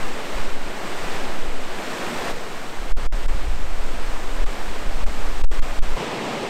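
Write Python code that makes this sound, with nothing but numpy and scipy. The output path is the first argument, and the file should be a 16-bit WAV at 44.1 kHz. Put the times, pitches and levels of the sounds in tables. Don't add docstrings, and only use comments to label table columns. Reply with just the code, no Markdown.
import sys
import numpy as np
from scipy import signal
from scipy.fft import rfft, irfft, next_fast_len
from scipy.io import wavfile
from scipy.ndimage import uniform_filter1d, map_coordinates

SR = 44100
rng = np.random.default_rng(int(sys.argv[2]) if len(sys.argv) > 2 else 0)


def wav_record(signal):
    frames = np.transpose(np.atleast_2d(signal))
    bounded = np.clip(frames, -1, 1)
    quanta = np.round(bounded * 32767).astype(np.int16)
    wavfile.write(sys.argv[1], SR, quanta)


def rack_gain(trim_db):
    fader = np.asarray(trim_db, float)
    return 10 ** (fader / 20)


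N = 286209

SPOT_CHANGES = [
    2.32,
    5.965,
]
# f/Hz, density/dB
ROAD_COLOUR = [(26, -55), (45, -17), (100, -9.5), (140, -6), (240, -1), (620, -3), (1470, -7.5),
               (2400, -12), (6300, -24), (16000, -36)]
# f/Hz, density/dB
PARAPET_COLOUR = [(40, -46), (70, -14), (113, -11), (190, -6), (500, -7), (1200, -9), (2400, -12.5),
                  (6400, -23), (16000, -34.5)]
# f/Hz, density/dB
BANK_COLOUR = [(18, -58), (45, -21), (160, -5.5), (470, -5.5), (990, -9), (1460, -15), (2470, -14.5),
               (5600, -26), (16000, -45.5)]
# t/s, level over usual/dB
SURGE_CURVE = [(0, 0.5), (.2, 0), (.39, 1), (.58, -3), (.96, 1), (1.15, 2.5), (1.54, -3), (1.92, 1),
               (2.31, 4), (2.33, 0), (2.9, -0.5), (3.5, -1.5), (4.35, 0.54), (4.95, -0.06), (5.5, 0),
               (5.955, -0.5), (5.975, 1.5), (6.49, 0)]
ROAR_LEVELS = [-32.5, -34.5, -29]
SPRAY_LEVELS = [-36.5, -39.5, -36]
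# f/Hz, gain/dB
PORT_RESPONSE = [(0, -1.5), (6400, 0), (8300, 4), (8900, 1), (10100, -6), (11500, -1.5), (13200, 0),
                 (14300, -4.5), (16100, -6)]
# f/Hz, density/dB
HEAVE_COLOUR = [(.5, -30), (1.5, -5.5), (3, 0.5), (6, -3), (11, -7.5), (14, -12.5), (20, -70)]
# f/Hz, density/dB
RUMBLE_COLOUR = [(10, -19), (15, 4), (25, 5), (38, -14.5), (55, -36)]
# f/Hz, density/dB
FLUTTER_COLOUR = [(30, -36), (42, 0.5), (60, -4), (85, -16.5), (120, -17), (200, -55)]
# t/s, strength/dB, turbulence/dB
WIND_CURVE = [(0, -20, 0), (.1, -14.5, 2), (.22, -29, -4), (.48, -12, -3), (.8, -25, -11),
              (1.3, -15.5, 2.5), (1.55, -12, -4), (1.85, -30.5, -1), (2.3, -23.5, -0.5), (2.66, -27, 2.5),
              (2.9, -20.5, 7), (3.55, -14.5, 13), (3.8, -14, 9.5), (4.2, -18, 6), (4.7, -19, 6.5),
              (5.45, -13.5, 7), (5.955, -11.5, 2.5), (5.975, -39, 8)]
# t/s, length/s, lift/dB, sharpness/dB
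EDDY_STRIKES = [(.36, 0.089, 20, -3), (.48, 0.076, 9, 0), (0.664, 0.1, 14.5, 6), (1.2, .1, 2, 2),
                (1.498, .1, 2, -4), (2.304, .08, 14.5, 2), (2.81, 0.068, 18, -12), (2.954, 0.065, 6, 4),
                (3.05, .06, 1, 16), (3.152, 0.06, 15.5, -11), (3.302, 0.12, 12.5, -3.5),
                (3.483, 0.084, 10.5, -2), (3.628, 0.054, 2.5, 3), (3.78, .08, 1, -5), (3.974, .08, 1, 1),
                (4.104, 0.064, 8, -3), (4.31, 0.11, 14.5, -11), (4.428, 0.12, 16, -8),
                (4.695, .06, 11, -12), (4.865, .1, 14.5, -7), (5.042, 0.089, 3, 19),
                (5.205, 0.13, 10.5, -3.5), (5.293, .06, 3.5, 2), (5.45, 0.11, 13, -1), (5.6, .08, 3, 6),
                (5.77, 0.11, 8, -8), (5.897, .08, 8, 2)]
# t/s, length/s, signed rail level/full scale, approach/(1/s), release/(1/s)
OVERLOADS = [
    (2.9247, .0422, .522, 34, 34),
    (3.0692, .0529, .357, 34, 28),
    (3.2655, .0150, .340, 40, 22),
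    (4.4465, .0140, -.400, 18, 6),
    (4.9525, -.002, .325, 6, 6),
    (5.0461, .0154, -.579, 24, 36),
    (5.4205, .0171, .458, 22, 70),
    (5.4498, .0630, -.790, 70, 36),
    (5.6000, .0200, .597, 26, 6),
    (5.7953, .0256, .600, 40, 34),
]

SAG_S, TOP = .084, .483
RUMBLE_DB, FLUTTER_DB = -23, -34
FLUTTER_GROWS = 1.05
RISE_SHARE = .4
HEAVE_SHARE = 0.19


def unit(x):
    return x / np.sqrt(np.mean(x ** 2) + 1e-20)


def curves(rows):
    s, *cols = np.transpose(rows)
    return [np.interp(np.arange(N) / SR, s, c) for c in cols]


def wobble(rate):
    knots = rng.standard_normal(int(N * rate / SR) + 4)
    return map_coordinates(knots, [np.arange(N) * rate / SR])


def along(points, hz):
    f, db = np.transpose(points)
    return rack_gain(np.interp(np.log(hz + 0.14), np.log(f + 0.043), db, left=-120, right=-120))


def coloured(x, spectrum, share=lambda hz: 1):
    m = next_fast_len(N + SR)
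    hz = np.fft.rfftfreq(m, 1 / SR)
    gain = along(spectrum, hz) * along(PORT_RESPONSE, hz) * share(hz)
    return unit(irfft(rfft(x, m) * gain, m)[:N])


def churn(patchy_db):
    z = signal.stft(rng.standard_normal(N + 512), nperseg=512)[2]
    field = uniform_filter1d(rng.standard_normal(z.shape), 6, 0)
    field = uniform_filter1d(field, 12, 1)
    return signal.istft(z * rack_gain(patchy_db * unit(field)), nperseg=512)[1][:N]


def bubbles(count, centre_hz, spread, cycles, scatter_db):
    when, size = rng.random((count, 2)).T
    hz = np.clip(centre_hz * np.exp(spread * rng.standard_normal(count)), 150, 7000)[:, None]
    step = np.arange(1200)
    turn = hz * step / SR
    ring = np.sin(2 * np.pi * turn * (1 + 0.094 * turn / cycles))
    ring *= np.exp(-2.5 * turn / cycles) * (1 - np.exp(-turn))
    loudness = rack_gain(-scatter_db * np.log(size + 1e-2))[:, None]
    ring *= loudness * np.sqrt(hz)
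    at = (when * N).astype(int)[:, None] + step
    return unit(np.bincount(at.ravel(), ring.ravel())[:N])


def low_share(hz):
    return 1 / np.sqrt(1 + (hz / 1700) ** 4)


def high_share(hz):
    return np.sqrt(1 - low_share(hz) ** 2)


def from_each_spot(water, share, spot):
    colours = (ROAD_COLOUR, PARAPET_COLOUR, BANK_COLOUR)
    return np.choose(spot, [coloured(water, colour, share) for colour in colours])


def roar(spot):
    gurgles = bubbles(count=3000, centre_hz=693.4, spread=0.548, cycles=5.2, scatter_db=1.4)
    tumbling = unit(churn(patchy_db=0.28)) + rack_gain(-17.5) * gurgles
    return from_each_spot(tumbling, low_share, spot)


def spray(spot):
    fizz = bubbles(count=3500, centre_hz=3410, spread=0.516, cycles=1.9, scatter_db=-0.5)
    fizzing = unit(churn(patchy_db=-0.13)) + rack_gain(-14) * fizz
    return from_each_spot(fizzing, high_share, spot)


def river():
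    swell_db, = curves(SURGE_CURVE)
    spot = np.searchsorted(SPOT_CHANGES, np.arange(N) / SR)
    surge_db = 0.53 * wobble(3.305) + 0.24 * wobble(9)
    roar_db = np.take(ROAR_LEVELS, spot) + 0.9 * swell_db + surge_db + 0.28 * wobble(11)
    spray_db = np.take(SPRAY_LEVELS, spot) + swell_db + surge_db
    return rack_gain(roar_db) * roar(spot) + rack_gain(spray_db) * spray(spot)


def gusts():
    strength_db, turbulence_db = curves(WIND_CURVE)
    s, length, lift_db, sharp_db = np.transpose(EDDY_STRIKES)[..., None]
    t = np.arange(0, N / SR, .002)
    late = (t - s) / length
    phase = np.where(late < 0, late / RISE_SHARE, late / (1 - RISE_SHARE))
    bump = np.cos(np.pi / 2 * np.clip(phase / 2, -1, 1)) ** 2
    lift, edge = (lift_db * bump).sum(axis=0), (sharp_db * bump).sum(axis=0)
    struck_db, edge_db = curves(np.transpose([t, lift, edge]))
    heave_db = strength_db + HEAVE_SHARE * struck_db
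    rumble_db = strength_db + RUMBLE_DB + turbulence_db + struck_db
    flutter_db = strength_db + FLUTTER_DB + FLUTTER_GROWS * turbulence_db + struck_db + edge_db
    return heave_db, rumble_db, flutter_db


def steady(x, evenness):
    envelope = np.abs(signal.hilbert(x, next_fast_len(N))[:N])
    return unit(x / (uniform_filter1d(envelope, 600) + 0.17) ** np.clip(evenness, 0, 1))


def rail(since, level):
    return np.minimum(abs(level) * np.exp(-np.clip(since, -SAG_S, 1) / SAG_S), TOP)


def wind():
    heave_db, rumble_db, flutter_db = gusts()
    heave = steady(coloured(rng.standard_normal(N), HEAVE_COLOUR), evenness=0.75)
    rumble = steady(coloured(rng.standard_normal(N), RUMBLE_COLOUR), evenness=0.98)
    flutter = steady(coloured(rng.standard_normal(N), FLUTTER_COLOUR), evenness=0.38)
    push = rack_gain(heave_db - 0.5) * heave + rack_gain(rumble_db + 1.5) * rumble + rack_gain(flutter_db + 0.2) * flutter
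    push /= (1 + np.abs(push / .43) ** 4) ** .25
    t = np.arange(N) / SR
    for s, length, level, approach, release in OVERLOADS:
        beyond = np.minimum(approach * (t - s) + .032, release * (s + length - t) + .025)
        outside = np.maximum(np.maximum(s - t, t - s - length), 0)
        grip = np.cos(np.pi / 2 * np.clip(outside / 0.028, 0, 1)) ** 2
        push += grip * (np.sign(level) * (rail(t - s, level) + beyond) - push)
    return push


def scene():
    return (river() + wind())[None]


def roll_off(x):
    return signal.sosfilt(signal.butter(12, 15760, fs=SR, output="sos"), x)


def record(dry):
    t = np.arange(N) / SR
    high, low = np.full(N, TOP), np.full(N, -TOP)
    for s, length, level, _, _ in OVERLOADS:
        near = (t > s - .004) & (t < s + length + .008)
        held = rail(t - s, level)[near]
        if level > 0:
            high[near] = held
        else:
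            low[near] = -held
    mix = np.clip(dry, low, high)
    return roll_off(mix)


dry = scene()
out = record(dry)
wav_record(out)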